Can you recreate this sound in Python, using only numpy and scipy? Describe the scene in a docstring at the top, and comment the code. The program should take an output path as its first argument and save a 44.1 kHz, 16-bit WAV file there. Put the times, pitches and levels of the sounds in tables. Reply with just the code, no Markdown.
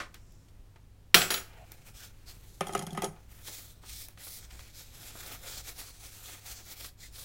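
"""A steel tool clacks onto a hard workshop bench, bounces and rings in its modes while the bench shudders.
A hollow plastic container is knocked and dragged, each contact exciting its shell. A gloved hand wipes
a soft mat in short strokes: tiny slips hiss, the rubber squeaks, the hand's weight bumps the bench.
Small parts tap and tick; a faint high ring follows the opening tap.
All is heard close up in a small bare room, over rumble and mains hum."""
import sys
import numpy as np
from scipy import signal
from scipy.fft import rfft, irfft
from scipy.io import wavfile
from scipy.ndimage import uniform_filter1d, map_coordinates

SR = 44100
rng = np.random.default_rng(int(sys.argv[2]) if len(sys.argv) > 2 else 0)


def digitize_waveform(pressure):
    """Quantize a signal to 16-bit integers and store it at the path in sys.argv[1].

    Rows of a 2-D input are taken as channels; values are limited to [-1, 1].
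    """
    field = np.atleast_2d(pressure).T
    bounded = np.clip(field, -1, 1)
    quanta = np.round(bounded * 32767).astype(np.int16)
    wavfile.write(sys.argv[1], SR, quanta)


N = 319284
TIME = np.arange(N) / SR
AGE = TIME[:SR]  # 1 s axis of a single event
TOP_HZ = 16000


def undb(db):
    """Decibels to gain."""
    return 10 ** (np.asarray(db) / 20)


def unit(x):
    """Scale to rms 1."""
    return x / np.sqrt(np.mean(x ** 2))


def fade(t60_s):
    """One second of exponential decay."""
    return np.exp(-np.log(1000) * AGE / t60_s)


def mode(hz, t60_s):
    """Struck resonance: a damped sine."""
    return np.sin(2 * np.pi * hz * AGE) * fade(t60_s)


def add(track, time_s, sound):
    """Mix a sound in at time_s."""
    start = int(time_s * SR)
    track[start:start + len(sound)] += sound[:N - start]


def colour(x, spectrum, tilt_db_per_oct=0):
    """Shape by (Hz, dB) points plus a tilt; rms 1."""
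    hz, db = np.transpose(spectrum)
    octave = np.log2(np.maximum(np.fft.rfftfreq(len(x), 1 / SR), 1))
    gain_db = np.interp(octave, np.log2(hz), db) + tilt_db_per_oct * octave
    return unit(irfft(rfft(x) * undb(gain_db), len(x)))


def band(x, lo_hz, hi_hz, order=2):
    """Causal band-pass."""
    sos = signal.butter(order, [lo_hz, min(hi_hz, SR / 2 - 1)], "band", fs=SR, output="sos")
    return signal.sosfilt(sos, x)


def walk(rate_hz, size=N):
    """Smooth random wander, spread near 1."""
    step = int(SR / rate_hz)
    return uniform_filter1d(np.repeat(rng.standard_normal(size // step + 1), step), step)[:size]


def stroke(time_s, hold_s, attack_s, t60_s):
    """Sliding speed: rises, holds until hold_s after the start, decays."""
    age = np.maximum(TIME - time_s, 0)
    return np.minimum(age / attack_s, 1) * undb(-60 * np.clip((age - hold_s) / t60_s, 0, 3))


def room(x, wet_db, t60_s, build_s=0.0081):
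    """Add a small bare room's tail; the treble dies sooner."""
    noise = rng.standard_normal(SR)
    tail = band(noise, 73, 2600) * fade(t60_s) + band(noise, 3800, SR / 2) * fade(0.76 * t60_s)
    tail *= np.clip(AGE / build_s, 0, 1) ** 2
    return x + undb(wet_db) * signal.fftconvolve(x, tail / np.sqrt(np.sum(tail ** 2)))[:N]


# Room noise spectrum (frequency [Hz], level [dB])
AIR_SPECTRUM = [(10, -1), (22, -2.5), (40, -1.5), (62, -0.5), (80, -10), (125, -10.5), (200, -19),
                (350, -24), (700, -30.5), (1500, -36), (3000, -38.5), (16000, -46.5)]
def rumble_and_hum(air_db=-54, hum_db=-61, hum_hz=100):
    """Low rumble with faint hiss, plus mains hum."""
    air = colour(rng.standard_normal(N), AIR_SPECTRUM) * undb(air_db + walk(2.8))
    hum = undb(hum_db) * np.sqrt(2) * np.sin(2 * np.pi * hum_hz * TIME)
    return air + hum


# First two rows: faint high ring; the rest: glove squeaks (time [s], length [s], centre [Hz], level [dB])
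RING_AND_SQUEAKS = [(0, 0.62, 5500, -74.5), (0, 0.6, 7200, -73.5), (1.569, 0.099, 713, -54),
                    (1.975, 0.09, 1620, -57.5), (2.255, 0.08, 4610, -52), (6.992, 0.1, 2030, -56)]
def ring_and_squeaks(edge_ratio=1.1):
    """Narrow-band noise swells: a faint ring that dies away after the opening tap, later glove squeaks."""
    out = np.zeros(N)
    for time_s, length_s, hz, db in RING_AND_SQUEAKS:
        swell = np.hanning(int(length_s * SR))
        pitched = band(rng.standard_normal(len(swell)), hz / edge_ratio, hz * edge_ratio)
        add(out, time_s, undb(db) * swell * unit(pitched))
    return out


# Light taps (time [s], level [dB], centre [Hz], t60 [s])
PART_TAPS = [(.001, -35, 1450, 0.17), (.004, -40.5, 219, 0.084), (0.142, -48, 1900, 0.12),
             (.485, -60.5, 3070, 0.05), (0.759, -51.5, 970, 0.056), (3.162, -55, 700, .15),
             (3.473, -45, 3020, 0.053), (3.48, -46.5, 480, 0.15), (3.836, -47.5, 598, 0.045),
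             (3.894, -45.5, 4220, 0.17), (4.084, -52, 900, .06), (4.175, -47, 1500, .04),
             (4.269, -45, 775, 0.046), (4.506, -48.5, 2230, 0.077), (4.593, -40.5, 1590, 0.02),
             (5.153, -46, 590, 0.077), (5.814, -44.5, 594, 0.041), (6.845, -40.5, 2200, 0.055),
             (7.157, -47.5, 4040, 0.04)]
# Close, dry ticks (time [s], level [dB])
PART_TICKS = [(.144, -35), (.322, -48), (1.719, -28.5), (3.021, -25), (4.085, -30.5)]
def small_parts(tick_t60_s=0.011):
    """Taps damped by the mat, and a few very short ticks."""
    out = np.zeros(N)
    for time_s, db, hz, t60_s in PART_TAPS:
        tap = band(rng.standard_normal(SR), hz / 2, hz * 2, order=1)
        tap = band(tap, 92, 4 * hz, order=1)
        add(out, time_s, undb(db) * unit(tap) * fade(t60_s))
    for time_s, db in PART_TICKS:
        tick = band(rng.standard_normal(SR) * fade(tick_t60_s), 2500, SR / 2, order=1)
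        add(out, time_s, undb(db) * tick / np.abs(tick).max())
    return room(out, wet_db=-10.5, t60_s=0.26)


# Tool landings (time [s], crack [dB], bench [dB], ring [dB], contact [0 flat to 1 tip])
TOOL_LANDINGS = [(1.1437, -5.5, -15.5, -15.5, 0.49), (1.2165, -23.5, -31.5, -37.5, 0.01),
                 (1.3044, -27, -27, -28, 1), (1.3405, -24.5, -35.5, -27.5, 1),
                 (1.3773, -35.5, -42.5, -60, 0.12), (1.532, -61, -77, -83, 0.06)]
# Tool modes (frequency [Hz], t60 [s], struck flat [dB], struck on the tip [dB])
STEEL_MODES = [(380, .3, -12, -16), (1370, .22, -8, -11), (2542, .2, -1, -17), (3066, .2, -6, -18),
               (3253, .22, -5, -15), (3521, .2, -8, -18), (4060, .2, -9, -16), (4525, .24, -9, -17),
               (5746, .34, -24, -12), (6864, .4, -32, -12), (7677, .3, 2, -21), (10150, .33, -21, -6),
               (10650, .36, -32, -5), (12715, .2, -13, -12), (12780, .2, -13, -8), (14782, .24, -12, -18),
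               (15710, .3, -17, -13)]
# Contact crack spectrum (frequency [Hz], level [dB])
CRACK_SPECTRUM = [(90, -41), (200, -8.5), (900, -8), (1400, -9.5), (1950, -4.5), (2700, 0), (4200, -2.5),
                  (5800, -14), (7500, -25.5), (14000, -23.5), (16000, -25)]
def steel_tool(chatter_s=0.0043, crack_t60_s=0.03, bench_t60_s=0.35, settle_s=1.4, settle_t60_s=0.17):
    """Each landing chatters, shakes the bench and rings the steel; the tip cracks brighter."""
    out = np.zeros(N)
    chatter = np.minimum(1, fade(crack_t60_s) * 1000 ** (chatter_s / crack_t60_s))  # hold, then decay
    for time_s, crack_db, bench_db, ring_db, tip in TOOL_LANDINGS:
        crack = colour(rng.standard_normal(SR), CRACK_SPECTRUM, tilt_db_per_oct=5.5 * tip) * chatter
        bench = bench_shudder(bench_t60_s * (1 - 0.23 * tip), tilt_db_per_oct=0.16 * tip)
        ring = np.zeros(SR)
        for hz, t60_s, flat_db, tip_db in STEEL_MODES:
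            rocking = 1 + 0.23 * walk(45, size=SR)
            ring += undb(flat_db + tip * (tip_db - flat_db)) * mode(hz, t60_s) * rocking
        resting_s = np.maximum(time_s + AGE - max(time_s, settle_s), 0)
        ring *= undb(-60 * resting_s / settle_t60_s)  # lying on its side chokes the ring
        add(out, time_s, undb(crack_db) * crack + undb(bench_db) * bench + undb(ring_db) * ring)
    return room(out, wet_db=-20, t60_s=0.45)


# Struck bench spectrum (frequency [Hz], level [dB])
BENCH_SPECTRUM = [(80, -12.5), (175, -4), (270, -10.5), (385, -2.5), (560, -9), (750, -4.5), (960, -14),
                  (1380, -2), (1950, -8), (2550, -7), (4100, -11.5), (5500, -11), (8000, -17.5),
                  (16000, -17)]
def bench_shudder(t60_s, tilt_db_per_oct, spread_db=4, count=420):
    """Dense panel modes of uneven strength over a little rattle."""
    mode_db = spread_db * rng.standard_normal(count)
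    phase = 2 * np.pi * rng.random(count)
    mode_hz = TOP_HZ * (np.arange(count) + rng.random(count)) / count
    lines = np.zeros(SR // 2 + 1, complex)  # 1 Hz bins
    lines[mode_hz.astype(int)] = undb(mode_db) * np.exp(1j * phase)
    rattle = 0.39 * rng.standard_normal(SR)
    return colour(unit(irfft(lines)) + rattle, BENCH_SPECTRUM, tilt_db_per_oct) * fade(t60_s)


# Bench-top thumps (time [s], frequency [Hz], t60 [s], gain [dB])
BENCH_BUMPS = [(1.146, 99.4, 0.54, -34.5), (1.53, 158.7, 0.5, -49), (2.3, 124.5, 0.33, -48.5),
               (3.878, 62.4, 0.39, -33.5), (4.418, 60, 0.84, -38.5), (5.518, 58, 0.48, -40),
               (6.481, 55.1, 0.36, -35)]
def bench_bumps(rise_t60_s=0.62):
    """The hand's weight bumps the bench: one low mode each, with a soft onset."""
    out = np.zeros(N)
    for time_s, hz, t60_s, db in BENCH_BUMPS:
        add(out, time_s, undb(db) * mode(hz, t60_s) * (1 - fade(rise_t60_s)))
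    return out


# Wipes (time [s], length [s], hiss [dB], mat pressure [dB re hiss], fine hiss [dB re hiss])
WIPE_STROKES = [(1.458, 0.18, -75.0, 14.5, -7), (1.635, 0.19, -68, 4.5, -2), (1.838, 0.046, -57.5, -1, 2.5),
                (1.927, 0.13, -51, -8.5, -3.5), (2.253, 0.044, -48.5, -7, -2.5),
                (2.284, 0.42, -66.5, -5, -1), (3.27, 0.34, -63, -1.5, 2.5), (3.42, 0.15, -46, -15, -4.5),
                (3.518, 0.2, -55.5, -9, 1.5), (3.817, 0.031, -52, -1.5, -3), (3.839, 0.2, -49, -15.5, 0),
                (4.167, 0.041, -50, -2, -1), (4.196, 0.18, -49.5, -14, 3), (4.352, 0.098, -56, -7.5, -7),
                (4.475, 0.13, -57, -2.5, -2.5), (4.718, 0.095, -51, -9, -1.5), (4.907, 0.17, -53, -6, -2),
                (5.001, 0.085, -52.5, -2.5, 0), (5.111, 0.052, -50.5, -3, 2.5), (5.151, 0.2, -49.5, -1, -1),
                (5.398, 0.14, -51, -2, 1), (5.448, 0.16, -48, -7.5, -4), (5.624, 0.076, -44.5, -5.5, -2),
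                (5.756, 0.047, -40.5, -8, -2), (5.796, 0.095, -50.0, -10, -0.5),
                (5.98, 0.089, -50.5, -4.5, -0.5), (6.087, 0.28, -55, -2, 0), (6.214, 0.12, -50.5, -6.5, -4),
                (6.427, 0.1, -46.5, -7.5, 0.5), (6.512, 0.09, -51, -5, -4), (6.626, 0.11, -52.5, -6, 1),
                (6.747, 0.12, -48, -10, -0.5), (6.969, 0.095, -51, -13.5, -6), (7.111, 0.14, -50.5, -9, 0)]
# Slow glove creep under the wipes (same columns)
GLOVE_CREEP = [(1.473, 4.7, -72.5, -0.5, -1.5), (4.55, 2.34, -60, -8, -3)]
# Glove hiss spectrum (frequency [Hz], level [dB])
GLOVE_SPECTRUM = [(880, -24), (1500, -16), (2180, -5), (2840, -10), (3300, -1), (4280, 0.5), (4760, -1),
                  (7690, -1), (9000, -6.5), (11700, -20), (19800, -120)]
# Mat scrape spectrum (frequency [Hz], level [dB])
MAT_SPECTRUM = [(150, -48), (250, -5.5), (424, -4.5), (516, -2.5), (610, -6.5), (735, -1), (1010, -7.5),
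                (1320, -3), (1720, -5), (2600, -3.5), (3380, -10.5), (5720, -120)]
def wiping(grain_db=4, judder_db=2, scrape_wander_db=2):
    """Tiny slips of glove on mat hiss; pressure brings out the mat's duller scrape."""
    power = np.zeros((3, N))
    for time_s, length_s, db, press_db, fine_db in WIPE_STROKES + GLOVE_CREEP:
        speed = stroke(time_s, length_s, attack_s=0.062, t60_s=0.16)
        power += np.outer(undb([db, db + fine_db, db + press_db]) ** 2, speed ** 2)
    slips = rng.standard_normal((3, N)) * undb(grain_db * rng.standard_normal((3, N)))
    hiss = colour(slips[0], GLOVE_SPECTRUM)
    fine = unit(band(slips[1], 8500, 17300, order=3))
    scrape = colour(slips[2], MAT_SPECTRUM) * undb(scrape_wander_db * walk(50))
    rub = np.sum(np.sqrt(power) * [hiss, fine, scrape], axis=0) * undb(judder_db * walk(70))
    return room(hand_hollow(rub), wet_db=-22.5, t60_s=0.53)


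def hand_hollow(x, spread_db=2, rate_hz=9, bands=26):
    """The hollow under the moving hand shifts its resonances: bands swell and sink independently."""
    hz, time_s, frames = signal.stft(x, SR, nperseg=1024)
    field = rng.standard_normal((bands + 1, int(time_s[-1] * rate_hz) + 2))
    band_index = np.interp(np.log(hz + 1), np.log([250, TOP_HZ]), [0, bands])
    grid = np.meshgrid(band_index, time_s * rate_hz, indexing="ij")
    gain_db = spread_db * map_coordinates(field, grid, order=1)
    return signal.istft(frames * undb(gain_db), SR)[1][:N]


# Container knocks (time [s], thud [dB], thud centre [Hz], clack [dB], click [dB])
CONTAINER_KNOCKS = [(2.608, -33, 334, -26.5, -34.5), (2.669, -50, 378, -40, -41),
                    (2.692, -39.5, 297, -38, -56), (2.734, -46, 184, -45, -41.5),
                    (2.7498, -32.5, 383, -24.5, -34), (2.792, -43, 295, -42, -37),
                    (2.812, -48, 180, -43, -54), (2.870, -62, 249, -42.5, -48.5),
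                    (2.922, -44.5, 193, -60, -60), (2.949, -66, 180, -43, -53),
                    (2.975, -35.5, 231, -31, -44.5), (3.0198, -46, 171, -31, -38),
                    (3.034, -30, 510, -45, -46), (3.0434, -36, 505, -35.5, -32.5),
                    (3.076, -44.5, 174, -63, -59)]
def container(grit_db=-6, grit_t60_s=0.14, click_t60_s=0.033, rise_t60_s=0.0028):
    """Knocks excite the shell: low thud, middle clack, edge click. Dragging adds a scrape."""
    out = np.zeros(N)
    attack = AGE < 0.008
    for time_s, thud_db, thud_hz, clack_db, click_db in CONTAINER_KNOCKS + rattles():
        ring = shell_ring()
        grit = undb(grit_db) * rng.standard_normal(SR)
        lows = band(ring + grit * fade(grit_t60_s), 96, 540)
        thud = band(lows, thud_hz / 1.3, thud_hz * 1.33, order=1)
        clack = band(ring + 1.76 * grit * fade(grit_t60_s), 660, 3060, order=3)
        click = band(ring + 1.35 * grit * fade(click_t60_s), 2760, 12200, order=3)
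        click *= 1 - fade(rise_t60_s)
        for part, db in ((thud, thud_db), (clack, clack_db), (click, click_db)):
            add(out, time_s, undb(db) * part / np.std(part[attack]))
    return room(out + dragging(), wet_db=-12, t60_s=0.32)


# Plastic shell modes (frequency [Hz], t60 [s], level [dB])
SHELL_MODES = [(159.3, 0.11, 1.5), (192, 0.048, 0), (385, 0.093, -4.5), (560.6, 0.089, -8), (696, 0.042, 0),
               (796, 0.046, 3.5), (1100, 0.014, 0), (1263, 0.048, -2), (1770, 0.034, -11),
               (2020, 0.047, -9), (3235, 0.027, -4.5), (5080, 0.024, -17), (5800, 0.026, -8.5),
               (6670, 0.022, -8), (9520, 0.029, -7.5), (10160, 0.031, -10)]
def shell_ring(spread_db=3, detune=0.03):
    """Shell response to one blow; each falls on a new spot, so the modes vary."""
    ring = np.zeros(SR)
    for k, (hz, t60_s, db) in enumerate(SHELL_MODES):
        spot_db, shift = rng.standard_normal(2) * [spread_db, detune]
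        ring += (-1) ** k * undb(db + spot_db) * mode(hz * (1 + shift), t60_s)
    return ring


# Container slides (time [s], length [s], level [dB])
CONTAINER_DRAGS = [(2.653, .19, -46), (2.873, 0.18, -51.5), (3.022, 0.027, -38.5)]
def dragging(grain_db=6, direct_db=-12, judder_db=3):
    """A stream of tiny slips, heard through the shell and directly."""
    slips = rng.standard_normal(N) * undb(grain_db * rng.standard_normal(N))
    hollow = unit(band(signal.fftconvolve(slips, shell_ring())[:N], 320, 11000))
    direct = undb(direct_db) * unit(band(slips, 1000, 10000, order=1))
    speed = sum(undb(db) * stroke(time_s, length_s, attack_s=0.023, t60_s=0.12)
                for time_s, length_s, db in CONTAINER_DRAGS)
    return (hollow + direct) * speed * undb(judder_db * walk(90))


def rattles(start_s=2.68, end_s=3.09, rate_hz=24, spread_db=3.5):
    """The moving container rattles lightly and unevenly: extra rows for CONTAINER_KNOCKS."""
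    thud_db, thud_hz, clack_db, click_db = -49.5, 183, -65, -48
    times_s = np.arange(start_s, end_s, 1 / rate_hz)
    times_s += rng.random(len(times_s)) / rate_hz / 2
    softer_db = spread_db * rng.standard_normal(len(times_s))
    return [(time_s, thud_db - db, thud_hz, clack_db - db, click_db - db)
            for time_s, db in zip(times_s, softer_db)]


# Echoes off the bench and things on it (delay [ms], gain [linear])
BENCH_ECHOES = [(.52, 0.022), (1.071, -0.033), (1.901, -0.03), (3.299, 0.04), (5.602, 0.12)]
def reflections(x):
    """Hard surfaces near the microphone add a fine comb colour."""
    return x + sum(gain * np.interp(TIME - ms / 1000, TIME, x, left=0) for ms, gain in BENCH_ECHOES)


def scene(handling_db=-1.1):
    """All sources at one microphone."""
    handling = steel_tool() + container() + small_parts() + wiping() + ring_and_squeaks()
    return (undb(handling_db) * reflections(handling) + bench_bumps() + rumble_and_hum())[None]


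def record(dry):
    """Soft peak rounding, then a steep low-pass."""
    low_pass = signal.ellip(10, 0.2, 70, TOP_HZ, fs=SR, output="sos")
    return signal.sosfilt(low_pass, np.tanh(dry))


dry = scene()
out = record(dry)
digitize_waveform(out)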